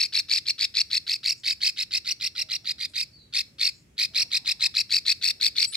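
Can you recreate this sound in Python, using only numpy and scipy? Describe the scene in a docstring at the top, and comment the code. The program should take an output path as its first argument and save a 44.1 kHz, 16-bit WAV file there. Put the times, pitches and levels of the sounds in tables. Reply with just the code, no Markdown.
"""Sharp clicks and quick arched chirps, close to the microphone: a prinia rattles in a wire porch cage.
About six calls a second follow one phrase: a soft hiss, then clicks that ring the throat's resonance,
alternating with chirps whose octave is loudest. Cage and porch walls throw the calls back.
Behind the bird are soft rustles, thin whistles near the end, a farther bird and faint far-off tones,
all over a low outdoor rumble."""
import sys
import numpy as np
from scipy import signal
from scipy.fft import rfft, irfft
from scipy.io import wavfile
from scipy.ndimage import map_coordinates

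SR = 44100
rng = np.random.default_rng(int(sys.argv[2]) if len(sys.argv) > 2 else 0)


def generate_wav(sig):
    """Save sig (samples, or channels by samples) to the path in sys.argv[1] as 16-bit PCM at SR."""
    pcm = np.round(np.clip(np.atleast_2d(sig).T, -1, 1) * 32767).astype(np.int16)
    wavfile.write(sys.argv[1], SR, pcm)


N = 254016

# The close bird's calls, levels relative: first_hard_click_s, chirp_count, beat_s, hiss_db, chirp_db,
# top_pitch_hz, click_db, click_pitch_hz, closing_click_db
CALLS = [(-.005, 4, 0.021, -40, -23.5, 2784, -12, 4420, -44),
         (0.1542, 3, 0.022, -36.5, -23.3, 2800, -11, 4254, -13),
         (0.3151, 4, 0.022, -40, -25, 2725, -11, 4510, -21.5),
         (0.4857, 2, 0.022, -43, -24.5, 2834, -12, 4500, -11.5),
         (0.6111, 3, .0205, -39, -24.5, 2628, -12, 4570, -20.5),
         (0.7708, 3, 0.021, -39.5, -23, 2793, -11.5, 4490, -10),
         (0.9322, 3, 0.022, -39.5, -25, 2742, -13, 4340, -13),
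         (1.097, 4, .021, -38.5, -26.5, 2767, -14, 4445, -37),
         (1.2617, 4, 0.022, -40, -24, 2795, -14, 4550, -40),
         (1.465, 4, .0211, -39, -25.5, 2777, -14, 4524, -41),
         (1.6355, 4, 0.02, -40, -24, 2756, -12.5, 4500, -33.5),
         (1.7918, 3, 0.02, -43.5, -26.5, 2756, -17, 4000, -23.5),
         (1.9382, 3, 0.021, -39.5, -26, 2775, -16.5, 4480, -28),
         (2.0771, 3, .0217, -42, -27, 2793, -17.5, 4350, -16.5),
         (2.2294, 3, 0.022, -44, -26, 2880, -15, 4250, -21),
         (2.3812, 3, 0.022, -41, -26.5, 2817, -19, 4210, -35),
         (2.518, 3, 0.022, -43, -27.5, 2800, -17, 4230, -20.5),
         (2.6751, 3, 0.021, -45, -30, 2682, -17.5, 4170, -28),
         (2.8123, 3, 0.022, -45.5, -30, 2572, -19.5, 4270, -29),
         (2.966, 4, 0.022, -44.5, -27.5, 2728, -18, 4285, -41),
         (3.356, 4, .018, -43, -25.5, 2712, -12.5, 4200, -30.5),
         (3.6141, 5, 0.019, -44, -25.5, 2710, -13.5, 4270, -36),
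         (3.999, 4, .018, -55.5, -24.5, 2635, -13.5, 4197, -28),
         (4.166, 4, .02, -45, -22.5, 2827, -13.5, 4186, -28.5),
         (4.3354, 3, 0.02, -43, -23.5, 2700, -14, 4136, -25),
         (4.478, 3, 0.022, -42, -24, 2698, -15, 4256, -26),
         (4.6264, 3, 0.02, -39, -22, 2636, -12, 4260, -18),
         (4.7703, 3, 0.021, -39, -23, 2740, -11.5, 4360, -18),
         (4.9249, 4, 0.02, -42, -23.5, 2710, -11, 4504, -39),
         (5.083, 3, .02, -37.5, -21.5, 2696, -8, 4390, -13.7),
         (5.2434, 4, .0208, -41, -24, 2710, -11.5, 4465, -18),
         (5.43, 4, 0.017, -42, -22, 2700, -10, 4423, -39),
         (5.5843, 4, 0.021, -39.5, -23.5, 2728, -10.5, 4480, -15),
         (5.7542, 2, 0.03, -39, -24, 2817, -16, 3970, -20)]
# Opening, rising, peak and trailing beat, relative to the call: click_db, click_pitch_ratio, pause_s,
# chirp_db, top_pitch_ratio, fall_hz, crest_share, fundamental_db (against the octave)
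PHRASE = [(-8.5, .965, .0052, -4.5, .86, 705, .33, -9), (0.2, .975, .0034, -0.9, .96, 860, .53, -7.5),
          (0.64, 1.015, .0041, 0.45, 1.005, 900, .52, -10), (0.7, 1.02, .0038, -4, .95, 447, .54, -10)]
# How the bird faces the microphone: time_s, left_over_right_db, cage_db, rasp_db
STANCE = [(0, 2, -2.5, 11.5), (0.802, 1.6, -3.5, 9.5), (1.3, 0, -5, 8.5), (1.7, -0.5, 1.5, 11),
          (2.2, -0.5, -1.5, 10), (3.002, -1.3, 0.5, 11.5), (3.6, 1, -0.5, 10.5), (4.301, 0.5, -0.5, 10.5),
          (5.1, 2.5, -2.5, 6.5), (5.76, 1.5, 0.5, 12)]
# Throat and beak resonances on a chirp's partials: frequency_hz, gain_db
THROAT = [(1400, -50), (1900, -13), (2500, -8), (3000, -8.5), (3500, 8), (4300, 7.5), (5400, 8.5),
          (6200, 11), (7000, 4), (8000, 4.5), (9000, -14.5), (12000, 2.5), (15000, -1.5)]
# A chirp's upper partials, ahead of the throat: multiple, level_db (against the octave)
OVERTONES = [(3, -12.5), (4, -20), (5, -23), (6, -34.5)]
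# The open beak, colouring the whole call: frequency_hz, gain_db
BEAK = [(950, -12.5), (1300, 0.5), (2650, 0.5), (3050, -2.5), (3700, -0.5), (4400, 0), (5600, 0),
        (6200, -5.5), (8200, -1), (8900, 1), (10000, 4.5), (11100, 4), (12400, 6.5), (15500, -7)]
# Turbulence in the voice: frequency_hz, density_db
RASP = [(500, -67), (1000, -26.5), (1400, -18.5), (2200, 2), (3000, 3.5), (4100, 11), (5200, 4),
        (6300, -21), (8000, -25), (10000, -27), (12500, -35), (15500, -14)]
# The hiss that opens a call: frequency_hz, density_db
HISS = [(700, -40), (1350, -8), (2300, -10.5), (4000, 6.5), (5200, -5.5), (6500, -17), (15000, -44.5)]
# The bright snap on each click: frequency_hz, density_db
SNAP = [(3000, -37), (5200, 7.5), (6500, 6.5), (8500, -4.5), (11000, -15), (15000, -13.5)]
# Decay off the porch walls: frequency_hz, t60_s
PORCH_DECAY = [(500, 1), (2500, 0.3), (4500, 0.3), (8000, 0.48), (15000, 0.84)]
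# Thin high pips from the cage: start_s, length_s, start_hz, end_hz, level_db
WHISTLES = [(5.67, .019, 7800, 7820, -38), (5.685, .035, 7800, 7830, -47), (5.712, .026, 9040, 9010, -45),
            (5.655, .09, 10100, 10080, -53)]
# Soft rustles: start_s, length_s, centre_hz, width_octaves, level_db
RUSTLES = [(0.105, 0.13, 726, 0.37, -67.5), (1.354, 0.081, 7240, .2, -63), (2.3, 0.74, 705, 0.26, -80),
           (2.852, 0.096, 8100, 0.33, -67), (3.662, 0.19, 7160, 0.13, -68.5),
           (4.106, 0.2, 650, 0.45, -66.5), (4.3, 0.34, 830, 0.29, -73), (4.58, 0.13, 890, 0.3, -65),
           (5.104, 0.6, 447, 0.52, -72.5), (5.63, 0.12, 8700, 0.37, -61)]
# A farther bird's falling slur: start_s, length_s, start_hz, end_hz, relative_db
FAR_SLUR = [(3.112, .07, 4600, 4450, -55), (3.172, .055, 4250, 3850, -58)]
# Faint far-off tones: start_s, length_s, start_hz, end_hz, level_db
FAR_TONES = [(2.38, .15, 635, 628, -72), (2.36, .21, 785, 792, -79), (2.88, .2, 598, 585, -79),
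             (3.47, .18, 556, 545, -76), (4.1, .15, 648, 665, -70)]
# Distant rumble: frequency_hz, density_db
RUMBLE = [(15, -47), (25, -22.5), (64, 0.5), (112, 1.5), (217, -5.5), (301, -7), (541, -17), (900, -27),
          (1170, -53.5), (1980, -120)]
# Airy outdoor hiss: frequency_hz, density_db
AIR = [(300, -37.5), (1000, 1), (2500, 5), (4500, -4), (7000, 0), (15000, -15)]
# Likeness of the background at the microphone's two ports: frequency_hz, correlation
PORT_LIKENESS = [(60, 1), (130, 0.91), (250, 0.88), (500, 0.27), (2000, 0), (15000, 0)]

OPENING_S, SLOWING = .0175, 1.13  # the first beat is short; those after the second stretch by SLOWING
HISS_LEAD_S, CHIRP_GAP_S = 0.014, 0.00042  # hiss start to first tick; chirp end to next click
LIMP_DB, FIRM_DB = -37.5, -22  # closing click of a call that trails off, and of one that keeps its force
CHIRP_SPREAD_DB, CLICK_SPREAD_DB, PITCH_SPREAD = 1.0, 1.0, .016  # chance from beat to beat


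def prinia(rasp_db):
    """The close bird: hisses, chirps, clicks and rasp, all leaving through the open beak."""
    hiss_rows, click_rows, chirp_rows = rattle()
    chirp, chirp_rasp = chirps(chirp_rows)
    click, click_rasp = clicks(click_rows)
    rasp = np.hypot(chirp_rasp, click_rasp) * amp(rasp_db) * turbulence()
    return colour(hisses(hiss_rows) + chirp + click + snaps(click_rows) + rasp, BEAK)


def rattle():
    """Times each call: a hiss, slightly uneven beats of one click and one chirp, a closing click."""
    hiss_rows, click_rows, chirp_rows = [], [], []
    opening, rising, peak, trailing = np.array(PHRASE)
    chance = rng.standard_normal((len(CALLS), 5, 4))
    for call, call_luck in zip(CALLS, chance):
        s, count, beat, hiss_db, chirp_db, top_hz, click_db, click_hz, close_db = call
        s -= OPENING_S
        hiss_rows.append((s - HISS_LEAD_S, hiss_db))
        lengths = [OPENING_S, beat] + [beat * SLOWING] * (round(count) - 2)
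        # a short call breaks off early, a long one repeats its peak beat
        steps = [opening, rising, peak] + [peak] * (round(count) - len(PHRASE))
        # the harder the closing click, the more the trailing beat keeps the force of the peak
        force = np.clip((close_db - LIMP_DB) / (FIRM_DB - LIMP_DB), 0, 1)
        steps.append(trailing + force * (peak - trailing))
        for length, step, luck in zip(lengths, steps, call_luck):
            accent_db, click_ratio, pause, stress_db, top_ratio, fall, crest, low_db = step
            tick_db = click_db + accent_db + CLICK_SPREAD_DB * luck[0]
            tick_hz = click_hz * click_ratio * (1 + PITCH_SPREAD * luck[1])
            click_rows.append((s, tick_db, tick_hz))
            top = top_hz * top_ratio * (1 + PITCH_SPREAD * luck[2])
            voice_db = chirp_db + stress_db + CHIRP_SPREAD_DB * luck[3]
            chirp_s = length - pause - CHIRP_GAP_S
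            chirp_rows.append((s + pause, chirp_s, top, fall, crest, voice_db, low_db))
            s += length
        click_rows.append((s, close_db, click_hz * click_ratio))
    return hiss_rows, click_rows, chirp_rows


def clicks(rows, width_s=0.001005, sweep_hz=1000, zip_db=-19, rasp_db=-24, rasp_width_s=0.0012):
    """A steep upward zip crosses the throat's resonance, which flares. Gives tone and rasp strength."""
    tone, rasp = np.zeros(N), np.zeros(N)
    t = np.arange(-SR // 200, SR // 200) / SR
    rise = np.tanh((t + .0014) / .0007) - .93
    zip_hz = 5800 + 4000 * np.tanh((t + .0009) / .0015)
    zipping = bell(t + .0008, .0009) * np.sin(phase_of(zip_hz))
    flare = np.exp(-.5 * abs(t / width_s) ** 3.2)
    for s, db, hz in rows:
        # soft ticks keep gliding upward, hard clicks lock to the resonance
        bend_hz = np.interp(db, [-20, -14], [450, -80])
        phase = phase_of(hz + sweep_hz * rise + bend_hz * t / width_s)
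        add(tone, s + t[0], amp(db) * (flare * np.sin(phase) + amp(zip_db) * zipping))
        add(rasp, s + t[0], amp(db + rasp_db) * bell(t, rasp_width_s))
    return tone, rasp


def chirps(rows, jitter=0.012, rasp_db=-18, ends_db=7, climb_db=6, crest_db=4, blur=0.92):
    """Arched tones through the throat, raspiest where the pitch is low. Gives tone and rasp strength."""
    tone, rasp = np.zeros(N), np.zeros(N)
    drift, scatter = wobble(N, hz=736), wobble(N, hz=1490)
    flutter = amp(1.3 * wobble(N, hz=400))
    for s, length, top, fall, crest, voice_db, low_db in rows:
        u = np.linspace(0, 1, int(length * SR))
        at = (round(s * SR) + np.arange(len(u))) % N
        crest = np.clip(crest, .1, .9)
        from_crest = np.where(u < crest, (crest - u) / crest, (u - crest) / (1 - crest))
        sag = np.sin(np.pi / 2 * from_crest) ** 2
        hz = (top - fall * sag) * (1 + jitter * drift[at])
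        phase = phase_of(hz)
        shape = swell(u, edge=0.15) * amp(climb_db * u - crest_db * sag) * flutter[at]

        def partial(k):
            """Uneven cycles smear the partials above the octave, the higher the more."""
            smear = blur * max(k - 2.5, 0) * scatter[at]
            return shape * amp(read(THROAT, k * hz)) * np.sin(k * phase + smear)

        upper = sum(amp(db) * partial(round(k)) for k, db in OVERTONES)
        fundamental = amp(low_db) * unit(partial(1) * swell(u, edge=0.2))
        add(tone, s, amp(voice_db) * (unit(partial(2) + upper) + fundamental))
        add(rasp, s, amp(voice_db + rasp_db + ends_db * (sag - 1.5)) * swell(u, edge=0.054))
    return tone, rasp


def snaps(rows, width_s=0.00046, lead_s=0.00049, gain_db=-19):
    """Each click begins with a spit of treble about a millisecond long."""
    strength, t = np.zeros(N), np.arange(-SR // 400, SR // 400) / SR
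    for s, db, _ in rows:
        add(strength, s - lead_s + t[0], amp(db + gain_db) * bell(t, width_s))
    return strength * noise(SNAP)


def hisses(rows, length_s=0.015, gain_db=2):
    """A dull scratch swells just before the first click of a call."""
    strength, u = np.zeros(N), np.linspace(0, 1, int(length_s * SR))
    for s, db in rows:
        add(strength, s, amp(db + gain_db) * swell(u, edge=0.24))
    return strength * noise(HISS)


def turbulence(spurt_db=3.5):
    """Turbulence in the voice comes in tiny uneven spurts."""
    return unit(noise(RASP) * amp(spurt_db * wobble(N, hz=900)))


def microphone(x, t, lag_us=40):
    """Direct sound reaches the left port first, then the right, then the left again as the bird turns."""
    rightward = np.interp(t, [0, .8, 1.6, 4.6, 5.1], [-0.87, -0.92, 1, 1, -1])
    shift = lag_us * 1e-6 * SR * rightward / 2
    return np.array([map_coordinates(x, [np.arange(N) + d], order=5) for d in (-shift, shift)])


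def cage(x, poses=14):
    """Quick bright reflections off the cage wires and roof; their pattern changes with each pose."""
    pose = np.linspace(0, poses - 1, N)
    bright = colour(x, [(5500, -2.5), (8000, 4.5)])
    shares = (np.cos(np.pi / 2 * np.minimum(abs(pose - k), 1)) for k in range(poses))
    return sum(echoes(bright * share, [(4000, 0.03)], delay_s=0.00073, size=2048) for share in shares)


def echoes(x, t60, delay_s, size, per_second=6000):
    """Sparse reflections of random sign, separate for each port, each band dying at its own speed."""
    taps = rng.choice([-1., 1.], (2, size)) * (rng.random((2, size)) < per_second / SR)
    hz, t, bands = signal.stft(taps, SR, nperseg=64)
    tail = signal.istft(bands * amp(-60 * t / read(t60, hz)[:, None]), SR, nperseg=64)[1]
    tail = np.pad(tail, ((0, 0), (int(delay_s * SR), 0)))
    wet = signal.fftconvolve(x[None], tail, axes=1)[:, :N]
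    return wet * x.std() / wet.std(axis=1, keepdims=True)


def whistles(rows, waver):
    """Faint, nearly pure glides."""
    out = np.zeros(N)
    for s, length, start, end, db in rows:
        u = np.linspace(0, 1, int(length * SR))
        hz = (start + (end - start) * u) * (1 + waver * wobble(len(u), hz=200))
        add(out, s, amp(db) * unit(swell(u, edge=0.18) * np.sin(phase_of(hz))))
    return out


def far_bird():
    """A falling slur from farther off, more echo than direct sound."""
    slur = whistles(FAR_SLUR, waver=.017)
    return amp(-7) * slur + amp(.5) * echoes(slur, [(4000, .35)], delay_s=.004, size=16384)


def rustles():
    """Short soft bands of uneven noise."""
    out = np.zeros(N)
    for s, length, centre, octaves, db in RUSTLES:
        u = np.linspace(0, 1, int(length * SR))
        hz = np.fft.rfftfreq(len(u), 1 / SR)
        band = bell(np.log2((hz + 1) / centre), octaves)
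        brush = irfft(rfft(rng.standard_normal(len(u))) * band, len(u))
        brush *= amp(1.9 * wobble(len(u), hz=60))
        add(out, s, amp(db) * unit(brush * swell(u, edge=0.49)))
    return out


def outdoors(rumble_db=-60.5, air_db=-69.5):
    """Distant rumble, nearly the same at both ports, and a faint airy hiss; both slowly grow."""
    likeness = np.clip(read(PORT_LIKENESS, np.fft.rfftfreq(N, 1 / SR)), -1, 1)
    mid, side = (rfft(amp(rumble_db) * noise(RUMBLE) + amp(air_db) * noise(AIR)) for _ in range(2))
    mid *= np.sqrt((1 + likeness) / 2)
    side *= np.sqrt((1 - likeness) / 2)
    return irfft(np.array([mid + side, mid - side]), N) * amp(np.linspace(-.8, 1.5, N))


def amp(db):
    return 10 ** (np.asarray(db) / 20)


def phase_of(hz):
    return 2 * np.pi * np.cumsum(hz) / SR


def bell(x, width):
    return np.exp(-.5 * (x / width) ** 2)


def unit(x):
    """Scales to an rms of 1."""
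    return x / np.sqrt(np.mean(x ** 2) + 1e-20)


def read(points, hz):
    """Reads a table on a log-frequency axis."""
    f, value = np.transpose(points)
    return np.interp(np.log(hz + 1), np.log(f + 1), value)


def add(mix, s, sound):
    """Mixes a sound in at time s."""
    start = round(s * SR)
    sound = sound[max(-start, 0):]
    part = mix[max(start, 0):][:len(sound)]
    part += sound[:len(part)]


def colour(x, spectrum):
    """Filters by a table of gains."""
    return irfft(rfft(x) * amp(read(spectrum, np.fft.rfftfreq(N, 1 / SR))), N)


def noise(spectrum):
    """Steady noise of a given colour, rms 1."""
    return unit(colour(rng.standard_normal(N), spectrum))


def wobble(size, hz):
    """Smooth chance up to a rate, rms about 1."""
    lowpass = signal.butter(2, hz, fs=SR, output="sos")
    return unit(signal.sosfilt(lowpass, rng.standard_normal(size + SR // 10)))[-size:]


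def swell(u, edge):
    """Rises and falls softly over the given share of each end of u = 0..1."""
    return np.sin(np.pi / 2 * np.clip(np.minimum(u, 1 - u) / edge, 0, 1))


def scene():
    """The caged bird up close, the porch walls around it, the outdoors beyond."""
    t = np.arange(N) / SR
    times, *columns = np.transpose(STANCE)
    pan_db, cage_db, rasp_db = (np.interp(t, times, column) for column in columns)
    bird = prinia(rasp_db) + whistles(WHISTLES, waver=0.0071)
    # turned away, the bird is heard less directly and more off the cage
    direct = bird / np.sqrt(1 + amp(cage_db) ** 2 / 2)
    near = microphone(direct, t) * amp(0.23) + cage(direct * amp(cage_db))
    near *= amp(np.array([pan_db, -pan_db]) / 2)
    far = far_bird() + whistles(FAR_TONES, waver=0.011)
    porch = amp(-19.5) * echoes(bird, PORCH_DECAY, delay_s=0.0036, size=32768)
    return near + far + porch + rustles() + outdoors()


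def record(dry, edge_hz=15850):
    """The recorder's band limit."""
    lowpass = signal.firwin(401, edge_hz, window=("kaiser", 9), fs=SR)
    return signal.oaconvolve(dry, lowpass[None], "same")


dry = scene()
out = record(dry)
generate_wav(out)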